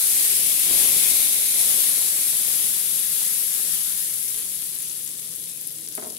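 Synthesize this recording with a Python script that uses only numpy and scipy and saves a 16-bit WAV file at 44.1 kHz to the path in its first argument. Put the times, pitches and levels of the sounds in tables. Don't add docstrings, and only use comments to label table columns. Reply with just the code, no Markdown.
import sys
import numpy as np
from scipy import signal
from scipy.fft import rfft, irfft, next_fast_len
from scipy.io import wavfile
from scipy.ndimage import uniform_filter1d, map_coordinates

SR = 44100
rng = np.random.default_rng(int(sys.argv[2]) if len(sys.argv) > 2 else 0)


def wav_out(sig):
    wavfile.write(sys.argv[1], SR, np.round(np.clip(np.atleast_2d(sig).T, -1, 1) * 32767).astype(np.int16))


N = 272538
T = np.arange(N) / SR
FFT_SIZE = next_fast_len(N + SR // 4)
HZ = np.fft.rfftfreq(FFT_SIZE, 1 / SR)
TOP_HZ = 15780
SIDE_LAG_S = 0.00032
DRAINED_S = 3.77
FED_DB_PER_S, DRAINED_DB_PER_S = 0.9, 7

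# frequency in Hz, t60 in seconds.
KITCHEN_T60 = [(200, 0.6), (1000, 0.59), (5000, 0.37), (14000, 1)]
# start and length in seconds, relative levels of fizz and sputter in dB.
OIL_POURS = [(0.057, 0.25, -27.5, -47.5), (0.613, 0.27, -22, -40.5), (0.903, 0.26, -25, -57),
             (1.517, 0.26, -23, -44.5), (2.25, 0.36, -28.5, -52.5), (3.113, 0.11, -26, -69),
             (3.5, 0.14, -32.5, -75)]


def gain_of(db):
    return 10 ** (np.asarray(db) / 20)


def unit_rms(x):
    return x / np.sqrt(np.mean(x ** 2) + 1e-20)


def curve_at(points, hz, column=1):
    table = np.transpose(points)
    return np.interp(np.log(hz + 1), np.log(table[0] + 1), table[column])


def add(mix, start_s, sound):
    part = mix[round(start_s * SR):][:len(sound)]
    part += sound[:len(part)]


def coloured(x, db):
    cepstrum = irfft(np.log(gain_of(db)), FFT_SIZE)
    cepstrum[1:FFT_SIZE // 2] *= 2
    cepstrum[FFT_SIZE // 2 + 1:] = 0
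    return irfft(rfft(x, FFT_SIZE) * np.exp(rfft(cepstrum)), FFT_SIZE)[..., :N]


def lowpass(x, edge_hz):
    return irfft(rfft(x, FFT_SIZE) / (1 + (HZ / edge_hz) ** 4), FFT_SIZE)[..., :N]


def wander(top_hz, step=64):
    coarse_t = T[::step]
    hz = np.fft.rfftfreq(len(coarse_t), step / SR)
    spectrum = rfft(rng.standard_normal(len(coarse_t))) / (1 + (hz / top_hz) ** 4)
    return unit_rms(np.interp(T, coarse_t, irfft(spectrum, len(coarse_t))))


def pressure_pulse(time_constant_ms):
    age = np.arange(SR // 2) / SR * 1000 / time_constant_ms
    return 4.3 * age * (1 - age / 2) * np.exp(-age)


def wavering_tone(hz, depth, waver_hz=11):
    waver = 1 + depth * (wander(waver_hz) + 1j * wander(waver_hz)) / np.sqrt(2)
    return unit_rms((waver * np.exp(2j * np.pi * hz * T)).real)


def reverberation(x, t60_table):
    taps = rng.choice([-1., 1.], (2, SR // 2)) * (rng.random((2, SR // 2)) < 0.1)
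    hz, t, spectra = signal.stft(taps, SR, nperseg=128)
    decay = gain_of(-60 * t / curve_at(t60_table, hz)[:, None])
    tail = signal.istft(spectra * decay, SR, nperseg=128)[1]
    tail /= np.linalg.norm(tail, axis=1, keepdims=True)
    tail = np.pad(tail, ((0, 0), (SR // 1000, 0)))
    return signal.fftconvolve(np.atleast_2d(x), tail, axes=1)[:, :N]


def diffuse_field(x, fade_s=0.084):
    keep = np.exp(-1 / (fade_s * SR))
    power = signal.lfilter([1 - keep], [1, -keep], x ** 2, zi=[np.mean(x ** 2)])[0]
    return np.sqrt(power) * rng.standard_normal(N)


def room_noise(level_db=-52, uncorrelated=0.38):
    # frequency in Hz, relative spectral density in dB.
    spectrum = [(20, -39), (45, -11.5), (90, -5), (180, 2), (260, -2), (460, -2), (750, -14.5), (1200, -25),
                (4000, -16.5)]
    white = rng.standard_normal(N) + uncorrelated * rng.standard_normal((2, N))
    return gain_of(level_db) * unit_rms(coloured(white, curve_at(spectrum, HZ)))


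def motor_hum(early_db=-6, fade_in_s=1.3):
    # frequency in Hz, full level in dB, modulation depth,
    # time in seconds from which it is heard at full level.
    partials = [(126, -65.3, 0.35, 4.2), (166, -60.8, 0.55, 2.8), (277, -70, 1.0, 3.5)]
    hum = np.zeros(N)
    for hz, db, depth, full_from_s in partials:
        fade_db = np.interp(T, [full_from_s - fade_in_s, full_from_s], [early_db, 0])
        hum += gain_of(db + fade_db) * wavering_tone(hz, depth)
    return hum


def passing_tones(depth=0.27):
    # start and end in seconds, frequency in Hz, level in dB.
    tones = [(4.269, 4.472, 425, -62), (5.721, 5.98, 324, -59)]
    out = np.zeros(N)
    for start, end, hz, db in tones:
        window = signal.windows.tukey(round((end - start) * SR), .5)
        add(out, start, gain_of(db) * wavering_tone(hz, depth)[:len(window)] * window)
    return out


def pan_set_down(ring_db=-43.5, thud_db=-19, shudder_db=-7.5, wet_db=-11, detune=.009):
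    # time in seconds, strength in dB, contact time in ms.
    contacts = [(5.9785, 3, .12), (5.983, -7, .36), (5.9862, -13, .16), (5.990, -13, .22),
                (6.012, -14, .14), (6.0235, -4.5, .14), (6.028, -7, .42), (6.031, -11, .17),
                (6.044, -8.5, .18), (6.049, -9.5, .42), (6.0555, -16, .25), (6.0615, -15, .3),
                (6.068, -7, .34), (6.0725, -13, .45), (6.103, -14, .38), (6.128, -15, .42)]
    # frequency in Hz, relative level in dB, t60 in seconds.
    pan_modes = [(248, 3.5, .27), (425, 2, .2), (470, -3, .12), (603, -4, .23), (675, -3.5, .21),
                 (730, -6, .1), (830, -12, .04), (980, -6, .035), (1130, -6, .03), (1270, -1.5, .04),
                 (1470, -1, .04), (1560, 0, .04), (1720, 3, .022), (1900, 5, .022), (2100, 3, .022)]
    # frequency in Hz, t60 in seconds.
    shudder_t60 = [(250, .25), (520, .2), (850, .06), (1600, .09), (2400, .04)]
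    t, thuds, rings = np.arange(SR // 2) / SR, np.zeros(N), np.zeros(N)
    hz, db, t60 = np.transpose(pan_modes)[:, :, None]
    for start, strength_db, contact_ms in contacts:
        shifted_hz = hz * (1 + detune * rng.standard_normal(hz.shape))
        excitation = rng.choice([-1., 1.], hz.shape) / (1 + (2 * hz * contact_ms / 1000) ** 4)
        modes = excitation * gain_of(db - 60 * t / t60) * np.sin(2 * np.pi * shifted_hz * t)
        add(thuds, start, gain_of(strength_db + thud_db) * pressure_pulse(contact_ms))
        add(rings, start, gain_of(strength_db + ring_db) * modes.sum(0))
    left = np.interp(T - SIDE_LAG_S, T, thuds + rings)
    right = gain_of(-4) * thuds + rings
    out = np.array([left, right]) + gain_of(shudder_db) * reverberation(thuds, shudder_t60)
    out += gain_of(wet_db) * reverberation(thuds + rings, KITCHEN_T60)
    band = signal.butter(3, [200, 2350], btype="band", fs=SR, output="sos")
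    return signal.sosfilt(band, out) * gain_of([[0], [1.5]])


def cooling_db():
    return FED_DB_PER_S * np.minimum(T, DRAINED_S) + DRAINED_DB_PER_S * np.maximum(T - DRAINED_S, 0)


def surge(start, length, rise_s, fall_s):
    rise = 1 - np.exp(-np.clip(T - start, 0, length) / rise_s)
    return rise * np.exp(-np.maximum(T - start - length, 0) / fall_s)


def sputter_strength(hot_db=-48.5, cooling_ratio=2.34):
    power = gain_of(hot_db - cooling_ratio * cooling_db()) ** 2
    for start, length, _, db in OIL_POURS:
        power += (gain_of(db) * surge(start, length, rise_s=0.036, fall_s=0.45)) ** 2
    return np.sqrt(power)


def sputter(side_db=(4, -12), wet_db=(-3, -5), most_per_s=2800, thinning=.8, spread_db=5, plop_db=-9):
    # frequency in Hz, relative level in dB.
    spectrum = [(20, -44), (45, -18), (90, -2), (140, -1.5), (260, 0.5), (520, 0), (900, -8.5),
                (1500, -13.5), (3000, -15.5)]
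    # time in seconds, relative peak in dB, time constant in ms.
    large_plops = [(.711, -18, .5), (0.815, -21, .5), (0.855, -21, .36), (.967, -19, .5), (1.115, -23, .5),
                   (1.161, -21.5, .36), (1.575, -25, .43), (1.609, -21.5, .43), (1.98, -26, .36),
                   (2.017, -22, .3), (2.334, -23.5, .26), (2.484, -24, .36), (3.219, -21.5, .22),
                   (3.599, -26.5, .22)]
    strength = sputter_strength()
    density = np.maximum((strength / strength.max()) ** thinning, 0.1)
    sizes = gain_of(spread_db * np.minimum(rng.standard_normal(N), 2)) * rng.choice([-1., 1.], N)
    clicks = (rng.random(N) < most_per_s * density / SR) * sizes / np.sqrt(density)
    plops = unit_rms(coloured(clicks, curve_at(spectrum, HZ))) * strength
    for start, db, pulse_ms in large_plops:
        add(plops, start, gain_of(db + plop_db) * pressure_pulse(pulse_ms))
    reflected = gain_of(wet_db)[:, None] * reverberation(plops, KITCHEN_T60)
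    return gain_of(side_db)[:, None] * plops + reflected


def water_pops(level_db=1, wet_db=(-7, -15), rise_s=0.00011, small_count=40):
    # time in seconds, relative peak in dB, pitch in Hz,
    # level of the right channel against the left in dB.
    loud_pops = [(4.623, -15.5, 5000, -12), (4.788, -10, 9200, -14), (4.822, -9.5, 11000, -15),
                 (4.8981, -16, 6800, -12.5), (4.905, -18, 11000, -15), (5.0495, -11, 10400, -12),
                 (5.0632, -12, 10700, -15.5), (5.0764, -13, 7300, -9), (5.1145, -15.5, 8400, -12),
                 (5.1984, -17, 8300, -12), (5.3205, -21, 6040, -8), (5.3612, -11, 10900, -15),
                 (5.4983, -12.5, 9200, -17), (5.614, -12, 11600, -15), (5.620, -17, 10900, -16),
                 (5.6708, -8, 11000, -20), (5.674, -7, 10900, -20), (5.7145, -14, 12100, -15),
                 (5.8424, -18, 10700, -12), (5.8758, -15.5, 5850, -11), (5.8874, -12, 10200, -5),
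                 (5.9241, -21, 5300, -15), (5.9528, -5.5, 10700, -22), (5.958, -17, 10500, -15),
                 (5.9752, -19, 9700, -8), (6.1007, -29, 7800, -13), (6.1255, -28, 6000, -10),
                 (6.1676, -12, 10400, -16), (6.169, -24.5, 3700, -10)]
    small_pops = [(rise_s + when * T[-1], -26 + 6 * size, 4500 + 7500 * pitch, -12)
                  for when, size, pitch in rng.random((small_count, 3))]
    t, out = np.arange(SR // 200) / SR, np.zeros((2, N))
    envelope = t / rise_s * np.exp(1 - t / rise_s)
    for peak_s, db, hz, right_db in loud_pops + small_pops:
        pop = gain_of(db + level_db) * envelope * np.sin(2 * np.pi * hz * t)
        add(out[0], peak_s - rise_s, pop)
        add(out[1], peak_s - rise_s + SIDE_LAG_S, gain_of(right_db) * pop)
    return out + gain_of(wet_db)[:, None] * reverberation(out[0], KITCHEN_T60)


def frying_db(hot_db=-22.5, simmer_db=-44):
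    # start and length in seconds, relative level in dB.
    pockets = [(4.775, 0.036, -34), (5.54, 0.046, -40.5), (5.847, 0.12, -42.5)]
    power = gain_of(hot_db - cooling_db()) ** 2 + gain_of(simmer_db) ** 2
    for start, length, db, _ in OIL_POURS:
        power += (gain_of(db) * surge(start, length, rise_s=0.092, fall_s=0.31)) ** 2
    for start, length, db in pockets:
        power += (gain_of(db) * surge(start, length, rise_s=0.033, fall_s=0.032)) ** 2
    return 10 * np.log10(power)


def steam_bursts(heat_db, most_per_s=42000, thinning=.74, spread_db=4.5, width_hz=1700, band_count=9):
    density = gain_of(2 * thinning * (heat_db - heat_db.max()))
    clumping = gain_of(wander(top_hz=40) * density ** -.2)
    chance = most_per_s / band_count / SR * density * clumping
    centres_hz = np.linspace(1500, TOP_HZ, band_count)[:, None]
    bands = np.exp(-((HZ - centres_hz) / width_hz) ** 2 / 2) + 1e-9
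    spectrum = 0
    for band in bands / np.linalg.norm(bands, axis=0):
        sizes = gain_of(spread_db * np.minimum(rng.standard_normal(N), 2.3)) * rng.choice([-1., 1.], N)
        clicks = sizes * (rng.random(N) < chance) / np.sqrt(density)
        spectrum = spectrum + band * rfft(clicks, FFT_SIZE)
    return unit_rms(irfft(spectrum, FFT_SIZE)[:N])


def surface_spurts(x, depth_db=1.26, length_s=0.1, width_hz=500, top_hz=6000):
    hz, t, spectra = signal.stft(x, SR, nperseg=1024)
    patches = uniform_filter1d(rng.standard_normal(spectra.shape), round(width_hz / hz[1]), axis=0)
    patches = unit_rms(uniform_filter1d(patches, round(length_s / t[1]), axis=1))
    spurt_db = depth_db * patches / (1 + (hz[:, None] / top_hz) ** 4)
    return signal.istft(spectra * gain_of(spurt_db), SR, nperseg=1024)[1][:N]


def cavity_resonance(x, width_hz=420, lead_radians=0.27):
    # time in seconds, pitch in Hz, strength in dB.
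    resonance_path = [(0, 1950, -10), (.2, 2030, -8), (.38, 2300, -12), (.5, 2650, -20), (.68, 2280, -6),
                      (.85, 2480, -12), (1.05, 2230, 0.5), (1.28, 2290, -15), (1.52, 2300, -7),
                      (1.849, 2220, -29), (2.6, 2200, -40)]
    times, hz, db = np.transpose(resonance_path)
    carrier = np.exp(2j * np.pi * np.cumsum(np.interp(T, times, hz)) / SR)
    keep = np.exp(-np.pi * width_hz / SR)
    ring = carrier * signal.lfilter([1 - keep], [1, -keep], x / carrier) * np.exp(1j * lead_radians)
    return x + gain_of(np.interp(T, times, db)) * 2 * ring.real


def pan_reflection(x, side, shares=(0.2, 0.1), path_ratios=(1, 1.13), lift_db=(0, 3.5)):
    # time in seconds, nearness from 0 to 1, left echo delay in ms.
    hover_path = [(0, 0.75, 0.45), (0.3, 0.83, 0.4), (0.55, 0.27, 0.34), (0.75, 0.06, 0.44),
                  (1.1, 0.26, 0.52), (1.35, 0.65, 0.45), (1.55, 0.8, 0.48), (1.75, 0, 0.45),
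                  (2.2, 0.6, 0.49), (2.5, 0, 0.59)]
    times, nearness, lag_ms = np.transpose(hover_path)
    near = np.interp(T, times, nearness)
    lag_samples = np.interp(T, times, lag_ms) * path_ratios[side] * SR / 1000
    reflected = map_coordinates(x, [np.arange(N) - lag_samples], order=3)
    return (x + shares[side] * near * reflected) * gain_of(lift_db[side] * near)


def burst_colour(x, side, pitch_drop=0.02):
    # frequency in Hz, relative levels left and right in dB.
    spectrum = [(40, -60, -65), (400, -37.5, -44), (680, -32, -34.5), (1000, -29.5, -38.5),
                (1250, -27, -37.3), (1600, -25.3, -31.8), (1800, -22.5, -30), (2150, -19.6, -24.3),
                (2650, -18.9, -24.8), (3050, -17.1, -22.4), (3550, -13.9, -18.5), (4250, -17.9, -16.9),
                (5000, -15.1, -19.3), (5800, -15.5, -18.2), (7000, -14.1, -14.4), (8400, -9.8, -9.8),
                (9600, -6.1, -8.5), (11000, 0, -13.7), (12200, -5.5, -17.5), (13700, -11, -19.9),
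                (15600, -14.6, -21.9)]
    hot_db = curve_at(spectrum, HZ, column=side + 1)
    cool_db = curve_at(spectrum, HZ * (1 + pitch_drop), column=side + 1)
    cooled = np.clip((T - DRAINED_S) / (T[-1] - DRAINED_S) * 2, 0, 1)
    rms_gain = np.sqrt(np.mean(gain_of(hot_db) ** 2 * (HZ < TOP_HZ)))
    return ((1 - cooled) * coloured(x, hot_db) + cooled * coloured(x, cool_db)) / rms_gain


def sizzle(wet_db=(-0.5, 0), boil_hz=(1900, 4600), crackle_hz=(2900, 8000), crackle_growth=(0.19, 0.28)):
    heat_db = frying_db() + 0.33 * wander(top_hz=12)
    cooled_db = np.median(heat_db) - heat_db
    side_db = [6, -1.5 - 0.037 * cooled_db]
    spreading_db = -3.5 * np.maximum(1 - T / 0.6, 0)
    boil_gain = gain_of(1.28 + spreading_db - 0.92 * np.minimum(T, DRAINED_S))
    drained_db = DRAINED_DB_PER_S * np.maximum(T - DRAINED_S, 0)
    out = np.zeros((2, N))
    for side in range(2):
        direct = steam_bursts(heat_db)
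        fizz = unit_rms(direct + gain_of(wet_db[side]) * diffuse_field(direct))
        boil = irfft(rfft(lowpass(fizz, boil_hz[1]), FFT_SIZE) * (HZ > boil_hz[0]), FFT_SIZE)[:N]
        crackle = lowpass(fizz, crackle_hz[1]) - lowpass(fizz, crackle_hz[0])
        crackle_gain = gain_of(crackle_growth[side] * drained_db)
        fizz = fizz + (boil_gain - 1) * boil + (crackle_gain - 1) * crackle
        fizz = cavity_resonance(surface_spurts(fizz))
        fizz = pan_reflection(fizz, side)
        out[side] = burst_colour(fizz, side) * gain_of(heat_db + side_db[side])
    return out


def scene():
    frying = sizzle() + water_pops() + sputter()
    return frying + pan_set_down() + room_noise() + motor_hum() + passing_tones()


def record(dry):
    taps = signal.firwin(767, TOP_HZ, window=("kaiser", 9), fs=SR)
    return signal.oaconvolve(dry, taps[None], "same")


dry = scene()
out = record(dry)
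wav_out(out)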